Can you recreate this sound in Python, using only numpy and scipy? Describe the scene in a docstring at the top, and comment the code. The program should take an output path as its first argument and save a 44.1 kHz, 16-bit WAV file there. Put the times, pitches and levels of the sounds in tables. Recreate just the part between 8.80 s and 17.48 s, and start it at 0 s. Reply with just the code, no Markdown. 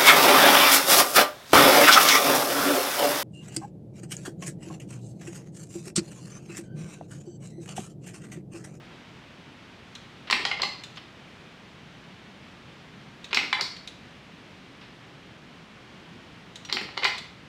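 """A bench spot welder makes three welds on a battery pack in a small, hard-walled room.
Each time the steel trigger linkage ticks, slides, clacks home and trips a snap switch; two bursts of mains
current thump the transformer and spit at the strip; then the linkage rattles back and the switch snaps open.
Contacts are filtered noise with a blow in front, steel rings as decaying sines, and each part has its own
reflections. Behind it lie the rush of the room's air and a faint mains hum; the recorder cuts the top."""
import sys
import numpy as np
from scipy import signal
from scipy.fft import rfft, irfft, next_fast_len
from scipy.io import wavfile

SR = 44100
rng = np.random.default_rng(int(sys.argv[2]) if len(sys.argv) > 2 else 0)


def int16_out(signal):
    """Quantize to a 16-bit WAV file."""
    q = np.round(np.clip(np.atleast_2d(signal).T, -1, 1) * 32767)
    wavfile.write(sys.argv[1], SR, q.astype(np.int16))


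N = 382947  # length of the scene in samples
AGE = np.arange(32768) / SR  # seconds since a sound began
MAINS_HZ = 60


def undb(db):
    """Decibels to gain."""
    return 10 ** (np.asarray(db) / 20)


def unit(x):
    """Scale to an energy of one."""
    return x / np.sqrt(np.sum(x ** 2))


def curve(points, size):
    """A table of (Hz, value) read at every bin of a spectrum, along a logarithmic frequency axis."""
    hz, value = np.transpose(points)
    bins_hz = np.maximum(np.fft.rfftfreq(size, 1 / SR), 1)
    return np.interp(np.log(bins_hz), np.log(hz), value)


def colour(x, points):
    """Causal filter with the given (Hz, dB) shape, built from its cepstrum."""
    size = len(x)
    cepstrum = irfft(np.log(undb(curve(points, size))), size)
    # fold the negative times onto the positive ones: minimum phase
    cepstrum[1:size // 2] *= 2
    cepstrum[size // 2 + 1:] = 0
    return irfft(rfft(x) * np.exp(rfft(cepstrum)), size)


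def band_db(x, lo, hi):
    """Energy of a short sound between two frequencies, in dB."""
    hz = np.fft.rfftfreq(len(x), 1 / SR)
    inside = (hz > lo) & (hz < hi)
    return 10 * np.log10(2 * np.sum(np.abs(rfft(x)[inside]) ** 2) / len(x))


def add(out, s, x):
    """Mix a sound in at a time in seconds."""
    start = int(s * SR)
    out[start:start + len(x)] += x[:N - start]


def contact(rattle_ms, blow):
    """A sharp blow, then a dense rattle that holds for a moment and dies on the given time scale."""
    age = 1000 * AGE / max(rattle_ms, 0.5)
    envelope = (1 + 1.1 * age) * np.exp(-1.4 * age)
    force = unit(rng.standard_normal(len(AGE)) * envelope)
    force[0] += blow
    return unit(force)


def ring(modes, scatter_db):
    """Modes swell within about two milliseconds and decay; each blow shares its energy among them anew."""
    hz, db, t60 = np.transpose(modes)[:, :, None]
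    scatter, turn = rng.standard_normal((2, len(modes), 1))
    swell = 1 - np.exp(-(1000 * AGE) ** 2)
    decay = np.exp(-np.log(1000) * AGE / t60)
    waves = np.sin(2 * np.pi * (hz * AGE + turn)) * decay
    return unit(swell * np.sum(undb(db + scatter_db * scatter) * waves, axis=0))


# Steady air of the room. Each row: frequency in Hz, relative density in dB per Hz.
AIR_COLOUR = [(15, -55), (25, -22), (48, -11.5), (75, -7.5), (122, -1), (178, 0.5), (509, -10.5),
              (782, -12), (871, -12.5), (1110, -12.5), (2360, -13.5), (3170, -15), (5730, -27.5),
              (15500, -53.5)]
AIR_DB = -48  # rms of the rush, about which it wavers


def air(hum_db, waver_db):
    """The room's air is shaped noise whose level wavers slightly, with a faint sine of mains hum beneath."""
    size = next_fast_len(N)
    noise = rfft(rng.standard_normal(size))
    rush = irfft(noise * undb(curve(AIR_COLOUR, size)), size)[:N]
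    t = np.arange(N) / SR
    waver = np.interp(t, np.linspace(0, t[-1], 60), rng.standard_normal(60))
    hum = np.sqrt(2) * np.sin(2 * np.pi * MAINS_HZ * t)
    return undb(AIR_DB + waver_db * waver) * rush / np.std(rush) + undb(hum_db) * hum


# Reverberation of the hard-walled room. Each row: frequency in Hz, t60 in seconds, relative level in dB.
ROOM_BANDS = [(200, 0.27, -1.5), (615, 0.4, 1), (1350, 0.55, -4), (2470, 0.48, -0.5), (5000, 0.52, -1),
              (10000, 0.36, 0.5)]


def room(x, wet_db, gap_s, build_s):
    """Reflections begin after a short gap, thicken, and die away band by band."""
    hz, t60, db = np.transpose(ROOM_BANDS)
    noise = rfft(rng.standard_normal(len(AGE)))
    build = 1 - np.exp(-np.maximum(AGE - gap_s, 0) / build_s)
    response = 0
    for share, decay_s, gain in zip(np.eye(len(hz)), t60, undb(db)):
        # each band fades out towards its neighbours in the table
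        band = irfft(noise * curve(np.c_[hz, share], len(AGE)))
        envelope = unit(build * np.exp(-np.log(1000) * AGE / decay_s))
        response = response + gain * band * envelope
    return undb(wet_db) * signal.fftconvolve(x, response)[:N]


# Colour of sliding steel. Each row: frequency in Hz, relative level in dB before the tilt.
SCUFF_COLOUR = [(200, -23), (600, -1.5), (950, 2.5), (1500, 0.5), (2200, 3.5), (2950, 2), (3500, 0.5),
                (5000, -7.5), (6500, -25), (15000, -50)]


def scuff(db, rattle_ms, tilt_db):
    """A soft rub is a contact without a blow, its colour tilted in dB per octave."""
    shape = [(hz, level + tilt_db * np.log2(hz)) for hz, level in SCUFF_COLOUR]
    return undb(db) * unit(colour(contact(rattle_ms, blow=0), shape))


# Light ticks as the linkage takes up and loses its load.
# Each row: start in seconds, energy in dB before a common trim, ring in Hz.
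TICKS = [(1.152, -14, 3870), (2.0366, -11.0, 3565), (2.16, -25.5, 6330), (4.4432, -13, 3840),
         (4.965, -17.5, 4400), (5.0746, -10.5, 3880), (7.7573, -13.5, 3870), (7.85, -14, 5740),
         (8.381, -9, 3455)]
# Colour of a tick's contact. Each row: frequency in Hz, relative level in dB.
TICK_COLOUR = [(300, -29), (1500, -13), (2500, -5), (3100, -2), (3550, 3.5), (4100, -1.5), (5000, -12),
               (6400, -9), (9000, -22), (15000, -41)]
# Faint rubs between welds. Each row: start in seconds, energy in dB, time scale of the rub in ms.
RUBS = [(2.171, -11.5, 8.7), (6.012, -18, 38)]
# The welds, shared by the slides, current, switch and linkage.
# Each row: time the switch closes in seconds, time it opens in seconds.
WELDS = [(1.5096, 1.8186), (4.5458, 4.8099), (7.926, 8.2439)]
# the linkage slides before the switch closes, and slides back before it opens; tilt in dB per octave
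PRESS_LEAD_S, PRESS_DB, PRESS_MS, PRESS_TILT_DB = 0.037, -12, 19, -0.5
RETURN_LEAD_S, RETURN_DB, RETURN_MS, RETURN_TILT_DB = 0.022, -4.5, 16, -3.5


def handling(trim_db, tick_ms, ping_db, ping_t60):
    """Small pinging ticks around each weld, a scuff as the linkage slides towards each snap, and rubs."""
    out = np.zeros(N)
    for s, db, hz in TICKS:
        tick = unit(colour(contact(tick_ms, blow=0.22), TICK_COLOUR))
        ping = ring([(hz, 0, ping_t60)], scatter_db=0)
        add(out, s, undb(db + trim_db) * (tick + undb(ping_db) * ping))
    for closes, opens in WELDS:
        add(out, closes - PRESS_LEAD_S, scuff(PRESS_DB, PRESS_MS, PRESS_TILT_DB))
        add(out, opens - RETURN_LEAD_S, scuff(RETURN_DB, RETURN_MS, RETURN_TILT_DB))
    for s, db, rattle_ms in RUBS:
        add(out, s, scuff(db, rattle_ms, tilt_db=2.5))
    return out


# Colour of transformer and strip. Each row: frequency in Hz, relative level in dB.
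WELD_COLOUR = [(50, -22), (130, -26), (250, 3.5), (380, -1.5), (520, -10.5), (1000, -12), (2500, -8),
               (5000, -39), (7000, -30), (15000, -51)]
CURRENT_DELAY_S = 0.0205  # from the closing of the switch to the first jolt
CURRENT_DB = -10  # energy of the first jolt in each burst


def current(fade_db, jolt_ms, count):
    """Two bursts, four mains cycles apart; every half cycle jolts the transformer and spits at the strip."""
    out = np.zeros(N)
    for closes, opens in WELDS:
        first = closes + CURRENT_DELAY_S
        for start in (first, first + 4 / MAINS_HZ):
            for k in range(count):
                jolt = unit(colour(contact(jolt_ms, blow=0.32), WELD_COLOUR))
                add(out, start + k / (2 * MAINS_HZ), undb(CURRENT_DB - k * fade_db) * jolt)
    return out


# Colour of the snapping contact. Each row: frequency in Hz, relative level in dB.
SNAP_COLOUR = [(100, -45), (400, -8), (530, -24), (800, -17.5), (1020, -6), (1300, -9), (2100, -5.5),
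               (3000, -7), (3700, -3.5), (4400, 1.5), (5300, -4.5), (6200, -16.5), (7800, -18), (9500, -31),
               (15000, -38.5)]
# Ringing of the switch spring. Each row: frequency in Hz, relative level in dB before scatter, t60 in seconds.
SPRING_MODES = [(1010, -3, 0.087), (4380, 2, 0.074), (4400, -6, 0.052), (4760, -7, 0.045),
                (4800, -3, 0.044), (5020, -2, .06)]
SNAP_RATTLE_MS = 2.9
CLOSE_DB, CLOSE_RING_DB = 3.5, -22  # closing: the contact holds the spring still; ring relative to snap
OPEN_DB, OPEN_RING_DB = 1, -4.5  # opening: the spring is free to ring


def switch(blow):
    """The leaf spring flips over with a bright snap, twice a weld, and sings on briefly when it opens."""
    out = np.zeros(N)
    for closes, opens in WELDS:
        for s, db, ring_db in ((closes, CLOSE_DB, CLOSE_RING_DB), (opens, OPEN_DB, OPEN_RING_DB)):
            snap = unit(colour(contact(SNAP_RATTLE_MS, blow), SNAP_COLOUR))
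            song = ring(SPRING_MODES, scatter_db=1.5)
            add(out, s, undb(db) * (snap + undb(ring_db) * song))
    return out


# Clacks of the linkage. Each row: start in seconds, energy of the middle band in dB,
# low band relative to the middle in dB, high band relative to the middle in dB.
CLACKS = [(1.5, -2.5, -2, -5), (1.5268, 7.5, -10.5, -6.5), (1.6519, -0.5, -5, 0.5), (1.663, -12, -1, -2),
          (1.714, 0, -7.5, -10.5), (1.8305, -7.5, -5, -6), (1.834, -7.5, 1.5, 1.5), (4.53, 0.5, -8.5, -5),
          (4.572, 6.5, -10.5, -7), (4.7286, 3, -5, -5), (7.8977, -11, -8, -1.5), (7.969, -0.5, -9, -17),
          (8.089, -18.5, 0.5, -11), (8.1712, -15, 0.5, -6), (8.1764, -9.5, 3.5, 4), (8.2328, 1, -11, -13),
          (8.2507, 3.5, -5, -7.5), (8.2564, -3.5, -12, -2)]
# Colour of a clack before its bands are set. Each row: frequency in Hz, relative level in dB.
CLACK_COLOUR = [(100, -25), (250, -21.5), (400, -5.5), (540, -11), (780, -2.5), (1050, 2), (1400, -0.5),
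                (1700, -4.5), (2080, 1), (2600, -4), (2950, 2), (3300, -3.5), (4100, 2), (5300, -12.5),
                (6500, -20.5), (10000, -39.5), (15000, -52)]
# Ringing of the steel linkage. Each row: frequency in Hz, relative level in dB before scatter, t60 in seconds.
LINKAGE_MODES = [(967, -15, 0.039), (1020, -4, 0.057), (2030, 5, 0.051), (2124, 0.5, 0.053),
                 (2350, -14, 0.026), (2950, -12, 0.028), (3430, -4.5, .03), (3980, -7, 0.037)]
CLACK_RATTLE_MS = 2.65
# this near a switch closing the linkage is under load and hardly rings
HELD_S, HELD_RING_DB, FREE_RING_DB = 0.16, -11.5, -2


def linkage(blow):
    """Steel parts meet; where they meet sets how much thud and edge each clack has. Load damps their ring."""
    out = np.zeros(N)
    for s, db, low_db, high_db in CLACKS:
        held = any(abs(s - closes) < HELD_S for closes, opens in WELDS)
        ring_db = HELD_RING_DB if held else FREE_RING_DB
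        knock = colour(contact(CLACK_RATTLE_MS, blow), CLACK_COLOUR)
        # bring the middle band to 0 dB and set thud and edge against it
        low = band_db(knock, 500, 1400)
        middle = band_db(knock, 1500, 3000)
        high = band_db(knock, 3200, 6000)
        balance = [(1200, low_db - low), (1800, -middle), (2700, -middle), (3600, high_db - high)]
        knock = colour(knock, balance)
        steel = ring(LINKAGE_MODES, scatter_db=1.5)
        add(out, s, undb(db) * (knock + undb(ring_db) * steel))
    return out


def scene():
    """Each part sits at its own place and so has its own reflections; the small noises stir the room less."""
    parts = [linkage(blow=0.44), switch(blow=0.056), current(fade_db=4.5, jolt_ms=3.7, count=3)]
    loud = sum(part + room(part, wet_db=0, gap_s=0.0012, build_s=0.0019) for part in parts)
    small = handling(trim_db=-1.0, tick_ms=6.8, ping_db=-5, ping_t60=0.07)
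    small = small + room(small, wet_db=-5, gap_s=0.002, build_s=0.002)
    background = air(hum_db=-73.5, waver_db=0.4)
    return (loud + small + background)[None]


def record(dry):
    """The recorder cuts the top with a steep low-pass at 15750 Hz."""
    lowpass = signal.ellip(10, 0.2, 70, 15750, fs=SR, output="sos")
    return signal.sosfilt(lowpass, dry)


dry = scene()
out = record(dry)
int16_out(out)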